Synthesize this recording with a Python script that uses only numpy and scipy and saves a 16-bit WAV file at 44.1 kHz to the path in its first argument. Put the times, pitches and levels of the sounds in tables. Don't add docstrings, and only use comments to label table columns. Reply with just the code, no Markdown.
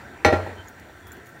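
import sys
import numpy as np
from scipy import signal
from scipy.io import wavfile
from scipy.ndimage import uniform_filter1d

SR = 44100
rng = np.random.default_rng(int(sys.argv[2]) if len(sys.argv) > 2 else 0)


def put_to_file(sound):
    columns = np.atleast_2d(sound).T
    safe = np.clip(columns, -1, 1)
    whole_steps = np.round(safe * 32767)
    wavfile.write(sys.argv[1], SR, whole_steps.astype(np.int16))


def rack_gain(trim_db):
    fader = np.asarray(trim_db, float)
    return 10 ** (fader / 20)


N = 61740

# [f/Hz, level/dB]
FLAME_SPECTRUM = [(3000, 6), (5200, -16), (6400, 1), (9000, -1.5), (10800, -16), (13500, -1.5),
                  (15500, 0.5)]
# [f/Hz, level/dB]
SIMMER_SPECTRUM = [(40, 3), (76, 6.5), (320, -4), (900, -2.5), (1200, -15), (2000, -9), (3300, -18.5),
                   (5000, -29.5)]
# [t/s, level/dB]
SIMMER_VIGOUR = [(0.0, -47.5), (0.194, -50), (0.432, -45), (0.768, -50), (1.4, -50.5)]
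# [f/Hz, width/Hz, level/dB]
POT_WALL = [(80.6, 29, -1), (339, 111, -2), (700, 48, -9), (1349, 32, -7.5), (1548, 54, -4.5),
            (1828, 270, -2), (3580, 110, -20.5), (4340, 330, -20.5), (5750, 100, -21), (7200, 500, -20),
            (9180, 690, -24)]
# [t/s, length/s, f/Hz, level/dB]
SQUEAKS = [
    (0.562, 0.069, 3094, -49.5),
    (0.998, 0.21, 3380, -61.5),
    (1.054, 0.056, 3345, -55),
    (1.097, 0.071, 1545, -45.5),
    (1.144, 0.066, 342.6, -43.5),
]
# [t/s, peak level/dB, ring f/Hz, rustle level/dB, snap level/dB]
PASTA_TICKS = [(0.6747, -47, 6750, -16, -20), (.6837, -37, 6730, -8.5, -14), (0.797, -52, 5850, -5, 3),
               (1.001, -56, 6100, -2, -6), (1.069, -57, 7100, 3, 11), (1.078, -61, 7200, 13, 8),
               (1.119, -35.5, 7200, -9, -11.5), (1.128, -46, 6800, -4, -20), (1.168, -47, 6860, -10, -18),
               (1.2591, -55, 6400, -4, 3), (1.268, -46, 6700, -3, -10), (1.2922, -49, 6800, -5, -10),
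               (.37, -62, 7850, 8, -7), (.46, -62, 8100, 6, -9)]
# [f/Hz, level/dB]
CLATTER_SPECTRUM = [(60, -14), (150, -13), (500, -1), (1000, -5.5), (2300, -5.5), (3200, -11.5),
                    (7000, -17), (15500, -19)]
# [f/Hz, t60/s]
CLATTER_DECAY = [(100, 0.71), (600, 0.48), (2500, 0.2), (6000, 0.12), (14000, 0.063)]
# [t/s, peak level/dB, contact hardness as cut-off f/Hz, thud f/Hz, thud level/dB]
BLOWS = [
    (0.2477, -8, 4040, 2160, -2.5),
    (0.252, -23, 900, 595, -23),
    (0.2586, -34.5, 700, 287, -14),
    (.283, -31.5, 900, 450, -14),
    (0.3256, -17.5, 1800, 589, -7),
    (.333, -23, 700, 369, -9),
    (.464, -33.5, 1090, 875, -23),
    (.47, -34, 700, 410, -26),
    (.895, -51, 997, 880, -36.5),
]
PANEL_HZ = [239, 347, 468, 545, 613, 639, 783, 820, 969, 1373, 1540, 1753, 1906, 2245]
# [level/dB, t60/s]
PANEL_MODES = [(-20, 0.16), (-7, 0.11), (-7.5, 0.093), (-6, 0.057), (-7, 0.23), (-13.5, 0.51), (-12, 0.2),
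               (-2.5, 0.091), (-15.5, 0.1), (-11, 0.19), (-21, 0.22), (-11.5, 0.1), (-5.5, 0.28),
               (-15.5, 0.13)]
GRATE_HZ = [1095, 2503, 2680, 3020, 3639, 4027, 4290, 5243, 5997, 6290, 7219, 8952, 4255, 5300]
# [level/dB, t60/s]
GRATE_MODES = [(-22.5, 0.19), (-16.5, 0.12), (-21, 0.11), (-24, 0.022), (-20.5, 0.14), (-15, 0.12),
               (-12, 0.091), (-16.5, 0.06), (-6.5, 0.044), (-32, 0.11), (-33, 0.162), (-18, .1),
               (-34.5, 0.75), (-36, 0.65)]
# [f/Hz, level/dB, t60/s]
OVEN_BOOM = [(84.4, -6, 0.37), (92.95, -8, 0.59)]

FLAME_DB, FLAME_FLICKER_DB = -65.5, 0.5
SIMMER_OVER_DB, PATCHY_DB = -1, 4
TICK_T60_S, RUSTLE_T60_S, SNAP_T60_S = 0.017, 0.1, 0.029
RUSTLE_LOW_HZ, SNAP_LOW_HZ = 12400, 2820
CLATTER_DB, CLATTER_RISE_S = -11, 0.0017
ROOM_DB, ROOM_T60_S = -19.5, 0.67
RATTLE_DB, RATTLE_T60_S = -34, 0.26
SPREAD_DB = 1.5
TRAVEL_S = 0.00085
THUD_CYCLES, BOOM_SWELL_S = 16.7, 0.13
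LOW_CUT_HZ, CUTOFF_HZ = 62, 15800


def rms_one(x):
    return x / np.sqrt(np.mean(x ** 2) + 1e-20)


def at_hz(points, hz):
    table_hz, values = np.array(points).T
    return np.interp(np.log(hz), np.log(table_hz), values)


def drift(rate):
    r = np.exp(-80 * np.pi * rate / SR)
    slow = signal.lfilter([1], [1, -2 * r, r * r], rng.standard_normal(N // 40 + 2002))[2000:]
    return np.interp(np.arange(N) / 40, np.arange(len(slow)), rms_one(slow - slow.mean()))


def click(s):
    return (np.arange(N) == int(s * SR)) + 1e-18


def ring(x, hz, t60):
    r, w = rack_gain(-60 / (t60 * SR)), 2 * np.pi * hz / SR
    return signal.lfilter([0, np.sin(w)], [1, -2 * r * np.cos(w), r * r], x)


def fade(x, t60):
    return signal.lfilter([1], [1, -rack_gain(-60 / (t60 * SR))], x)


def high_pass(x, order, hz):
    return signal.sosfilt(signal.butter(order, hz, "high", fs=SR, output="sos"), x)


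def bands(spectrum):
    settle = 9000
    edges = 25 * 2 ** np.arange(0, 9.5, 1 / 3)
    white = rng.standard_normal((2, N + settle))
    hz = np.sqrt(edges[1:] * edges[:-1])
    noise = []
    for k, (low, high) in enumerate(zip(edges, edges[1:])):
        band_pass = signal.butter(2, [low, high], "band", fs=SR, output="sos")
        noise.append(signal.sosfilt(band_pass, white[k % 2])[settle:])
    level_db = at_hz(spectrum, hz) - 60 * (hz > 1.3 * spectrum[-1][0])
    noise = np.array(noise) * rack_gain(level_db)[:, None]
    return hz, noise / np.std(noise.sum(axis=0))


def flame():
    _, noise = bands([(1500, -60)] + FLAME_SPECTRUM)
    audible = noise[18:]
    return rack_gain(FLAME_DB) * sum(band * rack_gain(FLAME_FLICKER_DB * drift(10)) for band in audible)


def simmer():
    together, out = drift(6), 0
    for _, band in zip(*bands(SIMMER_SPECTRUM)):
        out = out + band * rack_gain(PATCHY_DB * (0.13 * together + drift(8.1)))
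    for hz, width, db in POT_WALL:
        level = rack_gain(db + 1.66 * drift(10.3))
        t60 = np.log(1000) / np.pi / width
        out = out + level * rms_one(ring(rng.standard_normal(N), hz, t60))
    vigour_db = np.interp(np.arange(N) / SR, *np.transpose(SIMMER_VIGOUR))
    return rack_gain(vigour_db + SIMMER_OVER_DB) * out


def squeaks():
    t, out = np.arange(N) / SR, 0
    for s, span, hz, db in SQUEAKS:
        level = rack_gain(db + 2.1 * drift(40))
        swell = np.sin(np.pi * np.clip((t - s) / span, 0, 1)) ** 0.5
        out = out + level * swell * np.sin(2 * np.pi * hz * t + 1.5 * drift(60))
    return out


def pasta_ticks():
    white = rng.standard_normal(N)
    rustle_noise, snap_noise = high_pass(white, 2, RUSTLE_LOW_HZ), high_pass(white, 2, SNAP_LOW_HZ)
    rings = rustles = snaps = 0
    for s, db, hz, rustle_db, snap_db in PASTA_TICKS:
        hit = click(s)
        scrape = 0.24 * white * fade(hit, 0.012)
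        rings = rings + rack_gain(db - 4.5) * ring(hit + scrape, hz, TICK_T60_S)
        rustles = rustles + rack_gain(db + rustle_db) * hit
        snaps = snaps + rack_gain(db + snap_db) * hit
    return rings + rustle_noise * fade(rustles, RUSTLE_T60_S) + snap_noise * fade(snaps, SNAP_T60_S)


def clatter():
    out, rise = 0, int(CLATTER_RISE_S * SR)
    for hz, band in zip(*bands(CLATTER_SPECTRUM)):
        hits = sum(rack_gain(db) * click(s) / np.sqrt(1 + (hz / cut_hz) ** 2) for s, db, cut_hz, *_ in BLOWS)
        hits = uniform_filter1d(np.roll(hits, int(CLATTER_RISE_S * SR / 2)), rise)
        loose_parts = fade(hits, at_hz(CLATTER_DECAY, hz))
        room = rack_gain(ROOM_DB) * fade(hits, ROOM_T60_S)
        out = out + band * (loose_parts + room)
    return rack_gain(CLATTER_DB) * out


def contact(s, db, cut_hz, grit):
    rattle = rack_gain(RATTLE_DB) * grit * fade(click(s), RATTLE_T60_S)
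    return rack_gain(db) * signal.lfilter(*signal.butter(2, cut_hz, fs=SR), click(s) + rattle)


def panel_and_grate():
    out, luck = np.zeros(N), rng.standard_normal((len(BLOWS), 32))
    grit = rng.standard_normal(N)
    pushes = [contact(s, db, cut_hz, grit) for s, db, cut_hz, *_ in BLOWS]
    modes = zip(PANEL_HZ + GRATE_HZ, PANEL_MODES + GRATE_MODES)
    for k, (hz, (db, t60)) in enumerate(modes):
        push = rack_gain(db + SPREAD_DB * luck[:, k]) @ pushes
        delay = int(TRAVEL_S * SR * 1000 / hz)
        out += (-1) ** k * np.roll(ring(push, hz, t60), delay)
    return out


def thuds():
    out = 0
    for s, _, _, hz, db in BLOWS:
        push = np.hanning(int(SR / hz)) * 4 * hz / SR
        out = out + rack_gain(db) * ring(np.convolve(click(s), push)[:N], hz, THUD_CYCLES / hz)
    return out


def oven_boom():
    heave = sum(rack_gain(db) * click(s) for s, db, *_ in BLOWS)
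    out = 0
    for hz, db, t60 in OVEN_BOOM:
        out = out + rack_gain(db) * (ring(heave, hz, t60) - ring(heave, hz, BOOM_SWELL_S))
    return out


def knock():
    return panel_and_grate() + thuds() + oven_boom()


def scene():
    return (knock() + clatter() + simmer() + flame() + pasta_ticks() + squeaks())[None]


def band_limit(x):
    return signal.sosfilt(signal.butter(12, 16440, fs=SR, output="sos"), x)


def record(dry):
    x = high_pass(dry, 3, LOW_CUT_HZ)
    x = signal.sosfilt(signal.ellip(12, 0.5, 60, CUTOFF_HZ, fs=SR, output="sos"), x)
    return band_limit(x)


dry = scene()
out = record(dry)
put_to_file(out)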